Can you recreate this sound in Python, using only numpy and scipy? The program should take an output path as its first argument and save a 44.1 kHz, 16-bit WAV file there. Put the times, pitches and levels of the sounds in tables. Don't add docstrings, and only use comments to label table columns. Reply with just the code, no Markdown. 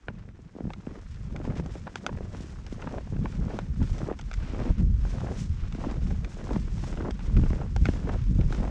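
import sys
import numpy as np
from scipy import signal
from scipy.io import wavfile
from scipy.ndimage import uniform_filter1d

SR = 44100
rng = np.random.default_rng(int(sys.argv[2]) if len(sys.argv) > 2 else 0)


def generate_wav(sig):
    pcm = np.round(np.clip(np.atleast_2d(sig).T, -1, 1) * 32767).astype(np.int16)
    wavfile.write(sys.argv[1], SR, pcm)


N = 383669


def packing():
    # peak_s, level_db, build_s, release_s
    steps = [(0.1, -55, 0.024, 0.36), (0.6, -51, 0.072, 0.29), (0.97, -51, 0.25, 0.056),
             (1.58, -43.5, 0.38, 0.067), (2.08, -48.5, 0.22, 1), (2.966, -41, 0.21, 0.075),
             (3.544, -40.5, 0.28, 0.13), (4.101, -38, 0.23, 0.055), (4.682, -37.5, 0.32, 0.04),
             (5.31, -39.5, 0.25, 0.1), (5.85, -39, 0.13, 0.19), (6.53, -40, 0.22, 0.07),
             (7.083, -36, 0.31, 0.039), (7.619, -42.5, 0.46, 0.075), (8.098, -33.5, 0.079, 0.092),
             (8.629, -39, 0.17, 0.28)]
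    # peak_s, level_db
    scuffs = [(1.36, -45), (1.67, -45.5), (1.77, -51), (1.88, -48.5), (2.74, -55), (2.836, -42.5),
              (3.127, -52), (3.251, -45.5), (3.81, -46), (4.03, -41.5), (4.799, -48), (5.07, -49),
              (5.159, -38.5), (5.64, -49), (6.101, -44.5), (6.25, -47.5), (6.68, -51.5), (6.83, -46),
              (7.28, -46.5), (7.88, -50), (7.96, -41), (8.4, -43.5), (8.5, -61)]
    # frequency_hz, gain_db
    snow_spectrum = [(80, -16.5), (200, 6.5), (350, 1), (600, -3), (1000, -10.5), (1800, -16), (3000, -29),
                     (5000, -42), (9000, -55.5)]
    settling_db, neutral_db = -64, -43
    step_power = swells(*np.transpose(steps), roundness=1.42)
    scuff_power = swells(*np.transpose(scuffs), rise_s=.058, fall_s=.092, roundness=1)
    level_db = 10 * np.log10(step_power + scuff_power + amp(settling_db) ** 2)
    collapse = evened(grains(per_s=500, spread_db=3.8)) + .95 * rng.standard_normal(N)
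    bunches = amp(4.75 * flutter(51))
    crunch = evened(band(colour(collapse * bunches, snow_spectrum), 100, 10000))
    squeeze = crunch + 1.06 * evened(creaks(per_s=220, spread_db=4.4))
    treble = filtered(squeeze, "high", 1100, order=2)
    treble_gain = amp(-.4 * (level_db - neutral_db))
    return amp(level_db) * (squeeze + (treble_gain - 1) * treble) / band(squeeze, 350, 1500).std()


def creaks(per_s, spread_db):
    slips, out = grains(per_s, spread_db), np.zeros(N)
    clump = rng.integers(0, 12, N)
    for k, hz in enumerate(np.geomspace(280, 1500, num=12)):
        cycles = hz * np.arange(600) / SR
        envelope = cycles * np.exp(-cycles / 1.04) * amp(-5 * np.log2(hz / 500))
        blip = envelope * np.sin(2 * np.pi * cycles * (1 - .06 * cycles))
        out += signal.oaconvolve(slips * (clump == k), blip)[:N]
    return out


def pops():
    # start_s, level_db, final_pitch_hz
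    thuds = [(0.391, -41, 254), (0.552, -34, 224), (0.564, -30.5, 224), (0.586, -32, 360),
             (0.606, -23.5, 215), (0.653, -25, 173), (0.678, -28, 172), (0.871, -23, 189),
             (1.401, -28, 278), (1.476, -21.5, 210), (1.597, -24, 280), (1.659, -25.5, 152),
             (1.755, -29.5, 280), (2.207, -27.5, 328), (2.405, -28.5, 172), (2.725, -25, 200),
             (2.876, -29, 157), (2.931, -28, 223), (3.124, -21, 116), (3.162, -22, 112),
             (3.191, -19.5, 100), (3.251, -22, 155), (3.817, -25, 159), (4.03, -19.5, 129),
             (4.087, -21, 312), (4.114, -18.5, 300), (4.535, -25, 178), (4.7037, -17.5, 132),
             (4.815, -40, 180), (5.751, -25.5, 208), (5.787, -25, 177), (5.954, -40, 187),
             (6.37, -34.5, 330), (6.512, -22.5, 237), (6.564, -16, 167), (7.087, -25, 228),
             (7.436, -15.5, 139), (7.506, -21, 173), (7.888, -12.5, 218), (8.506, -25, 198)]
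    out, t = np.zeros(N), np.arange(1300) / SR
    for (s, db, hz), sign in zip(thuds, rng.choice([-1., 1.], len(thuds))):
        age = hz * t / .45
        turns = hz * t + .57 * (1 - np.exp(-t / .001))
        add(out, s, sign * amp(db) * age * np.exp(1 - age) * np.sin(2 * np.pi * turns))
    return out


def ticks():
    # start_s, peak_db, brightness_db, body_db
    blows = [(0.0841, -19.5, -33, 5.5), (0.7038, -30, -10, 12.5), (0.7349, -32, -13.5, -5.5),
             (0.867, -42, -24, 0), (1.3622, -32, -6, -18), (1.451, -30, -34, 11), (1.598, -33.5, -36, -8),
             (1.661, -35.5, 1, 13), (1.753, -37, -28, 6), (1.869, -30.5, -63, 4), (1.8759, -29.5, -15, 12),
             (1.9566, -22, -1.5, 4.5), (2.0645, -16, -4.5, 0.5), (2.092, -27, -43, 14),
             (2.665, -32, -7.5, -8), (2.7247, -41.5, -4, -3), (2.818, -37, -1, -11), (2.8235, -31, -18, -3),
             (2.8738, -27, -31, 24), (3.072, -37.5, -30, 14), (3.165, -39, -35, 0), (3.2572, -24, -37, 10),
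             (3.325, -40, -15, -13), (3.5136, -37, -33, 18), (3.589, -17.5, -9.5, 6.5),
             (3.818, -38.5, -22, 0), (3.8275, -35.5, 0, -5), (3.9818, -35.5, -1, -7), (3.9878, -41, 4, -8),
             (4.1898, -36, -2, -12), (4.1943, -33.5, -11, 1), (4.212, -35.5, 8, -9), (4.314, -28, -13, -7),
             (4.3312, -35, -2, -13), (4.339, -28, -4, -22), (4.425, -38.5, -29, 7), (5.051, -32, -12, 13),
             (5.2707, -34.5, -40, 4), (5.637, -42, -21, -26), (5.724, -36, -4, -28), (5.748, -37, -11, 1),
             (5.839, -28, -30, 27), (5.9121, -28, -3, 13), (5.959, -51, -20, 0), (6.067, -40.5, -16, -13),
             (6.107, -36.5, -25, -2), (6.246, -32, -12, -28), (6.318, -43, -15, 3), (6.4, -44, -23, -17),
             (6.508, -32, -30, 14), (6.5322, -32, -5, -14), (6.557, -35, -17, -11), (6.5605, -27, -9, 11),
             (6.78, -38.5, -5, 4), (6.839, -30, -28, 7), (6.875, -47, -23, 0), (6.926, -43, -12, -9),
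             (6.974, -31.5, -32, -3), (7.0228, -33, -23, 3), (7.1084, -30, 4, -11),
             (7.1924, -33.5, -11, -5), (7.205, -40, -16, 0), (7.367, -30.5, -6, -11),
             (7.372, -28.5, -14, -27), (7.438, -38, -31, -13), (7.503, -35.5, -11, 9),
             (7.6122, -35, -17, 3), (7.763, -22, -1, 9), (7.8556, -18, -10.5, -9), (7.866, -30, -20, -28),
             (7.887, -28, -43, 2), (8.089, -36.5, -35, -5), (8.411, -34.5, -9, -16.5),
             (8.5248, -25.5, -7, 1), (8.5472, -30, -6, -14)]
    # frequency_hz, gain_db, t60_s
    modes = [(570, -8, 0.011), (893, 10, 0.0051), (1437, 6.5, 0.006), (2095, 9.5, 0.003), (3424, 3, 0.0038),
             (5010, 4, 0.0022), (5970, 1, 0.0026), (7410, -6.5, 0.0048), (9510, -6.5, 0.0028)]
    rise_cycles = .45
    out, t = np.zeros(N), np.arange(3000) / SR
    rattles = rng.standard_normal((len(blows), len(t))) * (np.exp(-t / .002) + .12 * np.exp(-t / .012))
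    detunes = rng.uniform(.95, 1.05, (len(blows), len(modes)))
    for (s, db, bright_db, body_db), rattle, detune in zip(blows, rattles, detunes):
        ring = np.zeros(len(t))
        for (hz, mode_db, t60), ratio in zip(modes, detune):
            weight_db = np.interp(np.log(hz), np.log([700, 1800, 6000]), [body_db, 0, bright_db])
            onset = 1 - np.exp(-(hz * t / rise_cycles) ** 2)
            decay = amp(mode_db + weight_db - 60 * t / t60)
            ring -= onset * decay * np.sin(2 * np.pi * hz * ratio * t)
        impulse = amp(.5 * db + 30) * (t == 0)
        tick = signal.fftconvolve(impulse + rattle, ring)[:len(t)]
        add(out, s, amp(db) * tick / abs(tick).max())
    return out


def powder():
    # peak_s, level_db, length_s, coarse_offset_db
    swishes = [(0.18, -83.5, 0.23, 15), (1.153, -71.5, 0.11, 7.5), (1.456, -61, 0.086, 3),
               (1.581, -58.5, 0.1, 4.5), (1.741, -61, 0.21, 0.5), (1.971, -63, 0.072, 10),
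               (2.43, -59.5, 0.62, -3.5), (2.726, -61, 0.11, -4), (2.89, -67, 0.88, 3.5),
               (3.323, -63, 0.41, 1), (3.557, -63.5, 0.63, 2.5), (3.93, -59, 0.77, -1),
               (4.49, -64.5, 0.61, 8.5), (4.663, -62.5, 0.34, 7), (4.799, -65, 0.091, 8),
               (5.094, -63, 0.5, 2), (5.235, -60.5, 1, 0), (5.398, -50, 0.29, -7), (5.63, -69.5, 0.55, 8.5),
               (5.762, -64.5, 0.098, 4.5), (5.86, -61.5, 0.47, 4.5), (6.097, -62.5, 0.51, 0),
               (6.335, -59.5, 0.31, -4), (6.525, -59, 0.63, -0.5), (6.87, -56.5, 0.68, -2),
               (7.243, -63.5, 0.27, 3), (7.464, -61, 0.7, 0.5), (7.907, -58.5, 0.49, 1),
               (8.14, -62.5, 0.46, 4.5), (8.558, -58, 0.34, 1.5)]
    # time_s, level_db
    trickle = [(0.0, -75.5), (0.3, -76.5), (0.45, -74.5), (1.0, -68.5), (2.0, -67.5), (2.6, -68),
               (3.2, -67.5), (3.72, -74), (4.25, -66.5), (4.92, -68.5), (5.5, -69.5), (8.7, -63)]
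    # frequency_hz, gain_db
    hiss_spectrum = [(300, -33.5), (900, 3.5), (1500, 3), (2500, -0.5), (4000, -6), (6000, -4), (8000, -4),
                     (14000, -2.5)]
    rise_share, split_hz = .49, 4300
    s, db, length, coarse_db = np.transpose(swishes)
    shape = dict(rise_s=rise_share * length, fall_s=(1 - rise_share) * length, roundness=2.01, depth_db=42.5)
    trickle_power = amp(follow(trickle)[0]) ** 2
    fine_level = np.sqrt(trickle_power + swells(s, db, **shape))
    coarse_level = np.sqrt(trickle_power + swells(s, db + coarse_db, **shape))
    crystals = rng.standard_normal(N) + .5 * evened(grains(per_s=250, spread_db=3.5))
    hiss = colour(crystals, hiss_spectrum)
    fine = filtered(hiss, "high", split_hz, order=4) * amp(1.8 * flutter(25))
    coarse = filtered(hiss, "low", split_hz, order=4) * amp(1.5 * flutter(30))
    return (fine_level * fine + coarse_level * coarse) / band(hiss, 4000, 9000).std()


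def wind():
    # time_s, level_db, small_eddy_offset_db
    breeze = [(0.0, -60, -27), (0.09, -43, 2), (0.46, -51.5, 1), (0.82, -56, 5), (1.11, -37.5, -7.5),
              (1.57, -38, 5.5), (1.78, -36, -7.5), (2.04, -63.5, 19.5), (2.14, -34.5, -3), (2.47, -40, -8),
              (3.0, -38.5, -2.5), (3.56, -40, 0.5), (3.95, -33, -3.5), (4.19, -40, -6), (4.5, -32.5, -6.5),
              (5.28, -33.5, -0.5), (6.2, -33.5, -12.5), (6.32, -42, -4), (6.54, -28.5, -5),
              (7.12, -32.5, -4), (8.7, -35.5, -1.5)]
    # peak_s, level_db, length_s, small_eddy_offset_db
    gusts = [(0.674, -38, 0.19, 5), (0.896, -34, 0.061, -19), (3.205, -31.5, 0.57, 0.5),
             (3.413, -25, 0.17, -0.5), (3.72, -17, 0.028, -19), (3.818, -21.5, 0.11, 4.5),
             (3.92, -19, 0.053, -27), (4.257, -34, 0.11, -27), (4.384, -23, 0.1, -33),
             (4.706, -14, 0.052, -5), (4.812, -28, 0.17, 3), (4.924, -18.5, 0.44, -43),
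             (5.503, -19, 0.098, -13.5), (5.634, -22, 0.13, -19), (6.052, -24, 0.44, -4),
             (7.357, -15.5, 0.28, -9.5), (7.484, -23, 0.23, -9), (7.81, -19, 0.39, -4.5),
             (8.218, -23.5, 1, -16), (8.355, -21.5, 0.29, 1.5), (8.454, -20.5, 0.11, -5),
             (8.596, -24, 0.23, -16)]
    # frequency_hz, gain_db
    eddy_spectrum = [(12, -30), (25, 0), (45, 1.5), (80, -5), (130, -10.5), (200, -14.5), (300, -31.5),
                     (500, -43), (1000, -82)]
    rise_share = .35
    breeze_db, small_db = follow(breeze)
    s, db, length, tilt_db = np.transpose(gusts)
    shape = dict(rise_s=rise_share * length, fall_s=(1 - rise_share) * length, roundness=1.31)
    large_level = np.sqrt(amp(breeze_db) ** 2 + swells(s, db, **shape))
    small_level = np.sqrt(amp(breeze_db + small_db) ** 2 + swells(s, db + tilt_db, **shape))
    air = colour(rng.standard_normal(N), eddy_spectrum)
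    large = steadied(filtered(air, "low", 85, order=3), size=3000)
    small = filtered(air, "high", 120, order=3) * amp(4.2 * flutter(20))
    return large_level * evened(large) + small_level * evened(small)


def swells(s, db, rise_s, fall_s, roundness, depth_db=20):
    t = np.arange(0, N / SR, .002)[:, None]
    away = abs(np.maximum((s - t) / rise_s, (t - s) / fall_s)) ** roundness
    power = (amp(db - depth_db * away) ** 2).sum(axis=1)
    return np.interp(np.arange(N) / SR, t[:, 0], power)


def grains(per_s, spread_db):
    size = amp(spread_db * np.minimum(rng.exponential(1, N), 4))
    return size * rng.choice([-1., 1.], N) * (rng.random(N) < per_s / SR)


def flutter(hz):
    return evened(filtered(rng.standard_normal(N), "low", hz, order=2))


def steadied(x, size):
    return x / (abs(uniform_filter1d(x ** 2, size)) + 1e-20) ** .2


def colour(x, spectrum, size=8192):
    hz, db = np.transpose(spectrum)
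    bins_hz = abs(np.fft.fftfreq(size, 1 / SR))
    log_gain = np.log(amp(np.interp(np.log(bins_hz + 1), np.log(hz + 1), db)))
    taps = np.fft.ifft(np.exp(np.conj(signal.hilbert(log_gain)))).real[:size // 2]
    return signal.oaconvolve(x, taps)[:len(x)]


def filtered(x, kind, hz, order):
    return signal.sosfilt(signal.butter(order, hz, kind, fs=SR, output="sos"), x)


def band(x, low_hz, high_hz):
    return filtered(x, "band", [low_hz, high_hz], order=2)


def follow(rows):
    s, *columns = np.transpose(rows)
    return [np.interp(np.arange(N) / SR, s, c) for c in columns]


def add(mix, s, sound):
    part = mix[round(s * SR):][:len(sound)]
    part += sound[:len(part)]


def amp(db):
    return 10 ** (np.asarray(db) / 20)


def evened(x):
    return x / np.sqrt(np.mean(x ** 2) + 1e-20)


def scene():
    return (wind() + packing() + powder() + ticks() + pops())[None]


def record(dry):
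    # frequency_hz, gain_db
    response = [(20, -1.5), (3600, 0.5), (4850, -1.5), (5050, 1), (6500, -1), (7800, -5), (9000, -13),
                (11000, -26), (12500, -38), (15000, -38.5)]
    ceiling, band_limit_hz = .42, 14400
    heard = ceiling * np.tanh(colour(dry[0], response) / ceiling)
    low_pass = signal.firwin(511, band_limit_hz, window=("kaiser", 9), fs=SR)
    return signal.oaconvolve(heard, low_pass, "same")[None]


dry = scene()
out = record(dry)
generate_wav(out)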